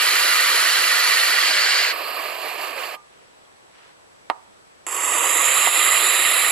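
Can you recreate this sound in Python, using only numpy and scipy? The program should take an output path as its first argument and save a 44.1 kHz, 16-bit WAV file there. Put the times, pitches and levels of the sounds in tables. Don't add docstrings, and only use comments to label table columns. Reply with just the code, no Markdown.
import sys
import numpy as np
from scipy import signal
from scipy.io import wavfile
from scipy.ndimage import uniform_filter1d, minimum_filter1d

SR = 44100
rng = np.random.default_rng(int(sys.argv[2]) if len(sys.argv) > 2 else 0)


def ratio(d):
    e = np.asarray(d, float) / 20
    return 10 ** e


def transcribe(u):
    v = np.clip(np.atleast_2d(u).T, -1, 1)
    q = np.round(v * 32767).astype(np.int16)
    wavfile.write(sys.argv[1], SR, q)


N = 287091


def evened(x):
    return x / np.sqrt(np.mean(x ** 2) + 1e-20)


def read(points, hz, axis=1):
    columns = np.transpose(points)
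    return np.interp(np.log(hz + 1), np.log(columns[0] + 1), columns[axis])


def ring(hz, db, t60):
    t = np.arange(8000) / SR
    return ratio(db - 60 * t / t60) * np.sin(2 * np.pi * hz * t)


def pressure(t, breath, lungs, falters):
    start, end, effort_db, swell_db, flutter_db = breath
    build_db, build_s, fade_db, fade_s, _ = lungs
    catch_s, slack_flutter = .035, .11
    age, left = np.maximum(t - start, 0), np.maximum(end - t, 0)
    lost_db = build_db * np.exp(-age / build_s) + fade_db * np.exp(-left / fade_s)
    for s, depth_db, sag_s in falters:
        lost_db = lost_db + depth_db * np.exp(-((t - s) / np.where(t < s, sag_s, catch_s)) ** 2)
    return effort_db + swell_db * age - lost_db, flutter_db + slack_flutter * lost_db


def opening(t, start, first, drift, turn_s, length_s, share):
    turn = share * (1 + np.tanh((t - turn_s) / length_s)) / 2
    return np.clip(first + drift * (t - start) + turn, 0, 1)


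def throat_power(throat, hz, pose):
    power = 0
    for hz0, hz1, width, db0, db1, pan_db in throat:
        center = hz0 + (hz1 - hz0) * pose
        shape = (1 + (2 * (hz - center) / (1.443 * width)) ** 2) ** -2
        ports = ratio([pan_db, -pan_db])[:, None, None]
        power = power + ratio(2 * (db0 + (db1 - db0) * pose)) * shape * ports
    return power


def pocket_dip(pockets, hz, pose):
    dip_db = 0
    for hz0, hz1, width, db0, db1 in pockets:
        center = hz0 + (hz1 - hz0) * pose
        depth_db = np.maximum(db0 + (db1 - db0) * pose, 0)
        dip_db = dip_db + depth_db * np.exp(-(2 * (hz - center) / width) ** 2)
    return dip_db


def hiss(breath, lungs, falters, bill, throat, pockets, lag_s, patchy_db, end_s, pops=()):
    t = np.arange(N) / SR
    start, end = breath[:2]
    effort_db, flutter_db = pressure(t, breath, lungs, falters)
    flutter = evened(uniform_filter1d(uniform_filter1d(rng.standard_normal(N), 90), 60))
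    jet = rng.standard_normal(N) * ratio(flutter_db * flutter)
    for at, db in pops:
        jet[round(at * SR)] = ratio(db)
    hz, frames, z = signal.stft(evened(jet), SR, nperseg=512, noverlap=384)
    hz = hz[:, None]
    pose = opening(frames, start, *bill)

    power = throat_power(throat, hz, pose) * ratio(-2 * pocket_dip(pockets, hz, pose))
    power = power / (1 + (300 / (hz + 1)) ** 6)
    patches = uniform_filter1d(rng.standard_normal(z.shape), size=6, axis=0)
    patches = evened(uniform_filter1d(patches, size=20, axis=1))
    gain = np.sqrt(power / power.mean((0, 1))) * ratio(patchy_db * patches)
    dull_s = .055
    dulling = np.exp(-np.maximum(end - frames, 0) / dull_s)
    gain = gain * ratio(-lungs[-1] * hz / 1000 * dulling)
    delay = np.array([np.exp(2j * np.pi * hz * lag_s), 1 + 0 * hz])
    pair = signal.istft(z * gain * delay, SR, nperseg=512, noverlap=384)[1][:, :N]
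    gate = np.clip((t - start) / 0.00094 + 1, 0, 1) * np.clip((end - t) / end_s + .5, 0, 1)
    return pair * gate * ratio(effort_db)


# start in seconds, end in seconds, effort in dB, swell in dB per second,
# flutter in dB.
NEAR_BREATH = (0, 1.925, -17.5, -.2, .4)
# build in dB, build in seconds, fade in dB, fade in seconds,
# dulling in dB per kHz.
NEAR_LUNGS = (.3, .3, 5, .022, 1.3)
# deepest in seconds, depth in dB, sag in seconds.
NEAR_FALTERS = [
    (1.36, 1.5, .04),
]
# first pose from 0 to 1, drift per second, turn in seconds,
# turn length in seconds, turn size from 0 to 1.
NEAR_BILL = (.21, .06, 1.45, .07, .42)
# first Hz, last Hz, width in Hz, first level in dB, last level in dB,
# left-right in dB.
NEAR_THROAT = [(1316, 1690, 390, -6, -7.5, -2.5), (1874, 2040, 180, -2.5, -7.7, -11.5),
               (2340, 2200, 210, -7.5, -10.5, 9), (2900, 2770, 730, -9, -12.5, -8),
               (4200, 4550, 700, -7, -6, 0.2), (5650, 4500, 2500, -16, -22, -5),
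               (7570, 7200, 1220, -12.5, -18.5, 0.5), (9360, 8600, 480, -13, -12.5, -1.5),
               (10500, 11300, 850, -2.5, -25, -3.7), (12350, 11140, 560, -9, -37, 8)]
# first Hz, last Hz, width in Hz, first depth in dB, last depth in dB.
NEAR_POCKETS = [(10100, 9500, 1100, 2, 22), (8900, 8300, 420, 7, 14)]


def near_chick():
    return hiss(NEAR_BREATH, NEAR_LUNGS, NEAR_FALTERS, NEAR_BILL, NEAR_THROAT, NEAR_POCKETS,
                lag_s=.00005, patchy_db=0.2, end_s=0.012)


# start in seconds, end in seconds, effort in dB, swell in dB per second,
# flutter in dB.
FAR_BREATH = (0, 2.955, -30.5, 1.3, .85)
# build in dB, build in seconds, fade in dB, fade in seconds, dulling in dB per kHz.
FAR_LUNGS = (.3, .3, 5.5, .08, .1)
# deepest in seconds, depth in dB, sag in seconds.
FAR_FALTERS = [
    (2.39, 3.5, .08),
    (2.57, 3.5, .06),
    (2.74, 5.5, .05),
    (2.9, 2.5, .03),
]
# first pose from 0 to 1, drift per second, turn in seconds,
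# turn length in seconds, turn size from 0 to 1.
FAR_BILL = (.12, .03, 2.25, .22, .42)
# first Hz, last Hz, width in Hz, first level in dB, last level in dB,
# left-right in dB.
FAR_THROAT = [(628, 746, 312, -3.5, -0.7, -10), (1145, 1080, 190, 3.7, -2.3, -11.5),
              (1770, 1660, 250, -2, -6, -3), (2620, 2430, 740, -3.5, -1.5, -8.5),
              (4430, 4420, 700, -4, -11, -5), (6900, 5900, 1400, -25, -19, -5),
              (8080, 7500, 640, -20.5, -16.5, -14), (10200, 3400, 2000, -24, -27, -2.5),
              (12230, 11300, 1050, -2, -9, -2.5)]
# first Hz, last Hz, width in Hz, first depth in dB, last depth in dB.
FAR_POCKETS = [(6060, 5900, 420, 17, 9), (8900, 8750, 290, 11, 10), (9700, 9800, 600, 11, 2)]


def far_chick():
    return hiss(FAR_BREATH, FAR_LUNGS, FAR_FALTERS, FAR_BILL, FAR_THROAT, FAR_POCKETS,
                lag_s=-0.000038, patchy_db=0.33, end_s=0.011)


def scattered(x):
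    z = signal.stft(x, nperseg=512, noverlap=384)[2]
    turn = np.exp(2j * np.pi * rng.random(z.shape[1:]))
    return 2 * signal.istft(z * turn, nperseg=512, noverlap=384)[1][:, :N] * (x != 0)


# pitch in Hz, time to fall 60 dB in seconds.
BOX = [(250, 0.05), (1000, 0.05), (4600, 0.038), (10000, 0.043)]
# pitch in Hz, level in dB, time to fall 60 dB in seconds.
LOFT = [(250, -30, .1), (600, -22, 0.4), (920, -11, 0.42), (1500, -13, 0.2), (2500, -23.5, .1),
        (5000, -23, 0.11)]


def box():
    taps = np.zeros((2, 13000))
    at = np.arange(80, 12960, 20) + rng.integers(0, 20, (2, 644))
    np.put_along_axis(taps, at, rng.choice([-1., 1.], at.shape), 1)
    hz, t, z = signal.stft(taps, SR, nperseg=128)
    hz = hz[:, None]
    box_decay = ratio(-60 * t / read(BOX, hz))
    loft_decay = ratio(read(LOFT, hz) - 60 * t / read(LOFT, hz, axis=2))
    tail = signal.istft(z * (box_decay + loft_decay), SR, nperseg=128)[1]
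    return tail / np.linalg.norm(tail, axis=1, keepdims=True)


# pitch in Hz, width in Hz, depth in dB.
HOLLOWS = [(814, 36, 8), (1036, 75, 7.5), (1317, 39, 5), (1540, 30, 4.5), (2142, 37, 7), (3380, 200, 1.5),
           (7450, 70, 1.5)]


def hollowed(x):
    for hz, width, db in HOLLOWS:
        x = x - (1 - ratio(-db)) * signal.lfilter(*signal.iirpeak(hz, hz / width, SR), x)
    return signal.sosfilt(signal.butter(6, 290, "high", fs=SR, output="sos"), x)


# pitch in Hz, level in dB per Hz.
FLOOR = [(18, -50), (30, -22), (77, -12.5), (330, -8), (420, -4), (1100, -7), (7500, -23.5), (12900, -27)]
# pitch in Hz, likeness from -1 (opposed) to 1 (same).
FLOOR_SAME = [(30, .7), (100, -0.1), (300, -0.59), (2000, -.5), (5000, -0.25), (9000, -0.05), (13000, -0)]
# pitch in Hz, level in dB.
WHINE = [(7822, -92), (7854, -86), (7881, -67.5), (7913, -87)]


def floor():
    floor_db = -51
    frames, hz = N // 256 + 5, np.fft.rfftfreq(1024, 1 / SR)
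    a, b, c, d, patches = rng.standard_normal((frames, 513, 5)).T
    patches = evened(uniform_filter1d(uniform_filter1d(patches, size=10, axis=0), size=12, axis=1))
    same = np.clip(read(FLOOR_SAME, hz), -1, 1)[:, None]
    left = a + 1j * b
    right = same * left + np.sqrt(1 - same ** 2) * (c + 1j * d)
    z = np.array([left, right]) * ratio(read(FLOOR, hz)[:, None] + 0.74 * patches)
    z = z / (1 + (hz[:, None] / 12000) ** 24)
    noise = signal.istft(z, nperseg=1024, noverlap=768)[1][:, :N]
    t = np.arange(N) / SR
    whine = sum(ratio(db + 1) * np.sin(2 * np.pi * (f * t + rng.random())) for f, db in WHINE)
    return ratio(floor_db) * evened(noise) + whine * ratio([[-1.5], [1.5]])


# middle in seconds, half length in seconds, level in dB.
SHUFFLE = [
    (3.2, .16, -60),
    (3.82, .11, -53.5),
]
# start in seconds, level in dB, pitch in Hz, time to fall 60 dB in seconds.
RINGS = [
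    (2.949, -38, 1205, 0.26),
    (3.452, -50, 3300, .03),
]


def shuffle():
    lumps = evened(uniform_filter1d(rng.standard_normal(N), 130))
    grains = rng.standard_normal((2, N)) * ratio(1.9 * lumps)
    rustle = signal.sosfilt(signal.butter(2, [900, 3300], "band", fs=SR, output="sos"), grains)
    t = np.arange(N) / SR
    level = sum(ratio(db) * np.exp(-((t - s) / half) ** 4) for s, half, db in SHUFFLE)
    rings = np.zeros(N)
    for s, db, hz, t60 in RINGS:
        rings[round(s * SR):][:8000] = ring(hz, db, t60)
    return evened(rustle) * level + rings * ratio([[-3], [3]])


# time in seconds, peak in dB, left-right in dB.
SNAPS = [
    (4.2992, -3.5, -8),
    (5.6722, -5.5, -8),
]
# pitch in Hz, level in dB, time to fall 60 dB in seconds.
BILL_TONES = [(700, -26, 0.028), (937, 7, .016), (1180, 5, 0.008), (1860, 6, 0.005), (2720, 4, 0.003),
              (3800, -5.5, 0.007), (5030, -11, 0.006), (7900, -13, .003), (10800, -32, .002)]
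# delay in seconds, level in dB.
WALLS = [(.0042, -7), (.0078, -13), (.0105, -17), (.0160, -21), (.0198, -21)]


def snaps():
    knock = -sum(ring(*mode) for mode in BILL_TONES)
    knock = knock * (1 - np.exp(-np.arange(len(knock)) / 2.5))
    knock = signal.sosfilt(signal.butter(2, 520, "high", fs=SR, output="sos"), knock)
    knock = signal.lfilter(*signal.iirnotch(6000, 2.5, SR), knock)
    train, echoes = np.zeros((2, 2, N))
    for s, db, pan_db in SNAPS:
        size = ratio(db + np.array([pan_db, -pan_db]) / 2)
        train[:, round((s + .0008) * SR)] = size
        train[:, round((s - .0002) * SR)] = -size * ratio(-18)
        for delay, wall_db in WALLS:
            echoes[:, round((s + delay + .0008) * SR)] = size * ratio(wall_db)
    train = train + uniform_filter1d(echoes, size=11)
    return ratio(-1.5) * signal.oaconvolve(train, knock[None] / abs(knock).max())[:, :N]


# start in seconds, end in seconds, effort in dB, swell in dB per second,
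# flutter in dB.
LATE_BREATH = (4.866, 6.6, -14.3, -2.1, .5)
# build in dB, build in seconds, fade in dB, fade in seconds, dulling in dB per kHz.
LATE_LUNGS = (13.7, .3, .1, .03, .1)
# deepest in seconds, depth in dB, sag in
# seconds.
LATE_FALTERS = [
    (4.872, 3, .012),
    (5.7, 3, .015),
]
# first pose from 0 to 1, drift per second, turn in seconds,
# turn length in seconds, turn size from 0 to 1.
LATE_BILL = (.01, .1, 5.35, .3, .85)
# first Hz, last Hz, width in Hz, first level in dB, last level in dB,
# left-right in dB.
LATE_THROAT = [(510, 690, 450, -10, -13, -10), (1090, 1210, 230, 2.5, -1.5, -6.5),
               (1930, 1970, 320, -4.5, -2, -7), (2640, 2640, 910, -9, -5, -10),
               (3700, 3870, 335, -16.5, -4, -3.5), (4900, 4700, 2000, -18.5, -18, 1),
               (7650, 7080, 660, -.5, -1.5, -8), (7600, 7420, 890, -6.5, -4.5, -2.5),
               (9250, 9600, 780, -24, -17, 14.5), (10720, 10930, 420, -4.5, -.5, -6),
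               (11300, 11980, 740, -10, -11.5, -1.5)]
# first Hz, last Hz, width in Hz, first depth in dB, last depth in dB.
LATE_POCKETS = [(3900, 5000, 340, 24, -8), (5720, 5660, 650, 4, 12), (4920, 6560, 850, 0.65, 18)]
# time in seconds, level in dB over the jet of air.
POPS = [
    (4.867, 28),
    (4.870, 24),
    (4.8895, 20),
    (4.913, 13),
]


def late_chick():
    return hiss(LATE_BREATH, LATE_LUNGS, LATE_FALTERS, LATE_BILL, LATE_THROAT, LATE_POCKETS,
                lag_s=.00001, patchy_db=0.6, end_s=0.00042, pops=POPS)


def scene():
    chicks = ratio(0.04) * (near_chick() + far_chick() + late_chick())
    knocks, tail = snaps(), box()
    chicks = chicks + ratio(-5) * signal.oaconvolve(scattered(chicks), tail, axes=1)[:, :N]
    knocks = knocks + ratio(-9) * signal.oaconvolve(knocks, tail, axes=1)[:, :N]
    return hollowed(chicks) + knocks + floor() + shuffle()


# pitch in Hz, threshold in dB against the middle band.
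DROP = [(60, -42), (250, -33), (1000, -39), (4000, -27.5), (9000, -27.5), (11000, -36), (12500, -25),
        (13000, -12.5)]


def starve(x):
    hz, t, z = signal.stft(x, SR, nperseg=2048, noverlap=1024)
    edges = np.r_[np.arange(0, 40, 4), np.geomspace(40, 200, 12).astype(int), np.arange(200, 1025, 16)]
    edges = np.unique(edges)
    bins = np.diff(np.r_[edges, len(hz)])
    band_db = 10 * np.log10(np.add.reduceat(abs(z) ** 2, edges, 1) / bins[:, None] + 1e-20)
    middle = abs(z[:, (hz > 1500) & (hz < 3000)]) ** 2
    middle_db = 10 * np.log10(middle.mean((0, 1)) + 1e-20)
    middle_db = minimum_filter1d(uniform_filter1d(middle_db, size=3), size=7) + 5.5
    middle_db = middle_db + 0.15 * (middle_db + 47.5)
    wander_db = 2.8 * evened(uniform_filter1d(rng.standard_normal(band_db.shape[1:]), size=4))
    keep = np.clip(band_db - middle_db - read(DROP, hz[edges])[:, None] + wander_db, 0, 1)
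    return signal.istft(z * np.repeat(keep, bins, 1), SR, nperseg=2048, noverlap=1024)[1][:, :N]


def band_limit(x):
    return signal.sosfilt(signal.butter(12, 13080, fs=SR, output="sos"), x)


def record(dry):
    peak_db = 20 * np.log10(abs(dry).max(0) + 1e-9)
    fall = np.arange(N) * 24.0 / SR
    over_db = np.maximum(np.maximum.accumulate(peak_db + fall) - fall - 1.5, 0)
    ducked = dry / ratio(.8 * uniform_filter1d(over_db, size=60, origin=29))
    mix = starve(ducked)
    return band_limit(mix)


dry = scene()
out = record(dry)
transcribe(out)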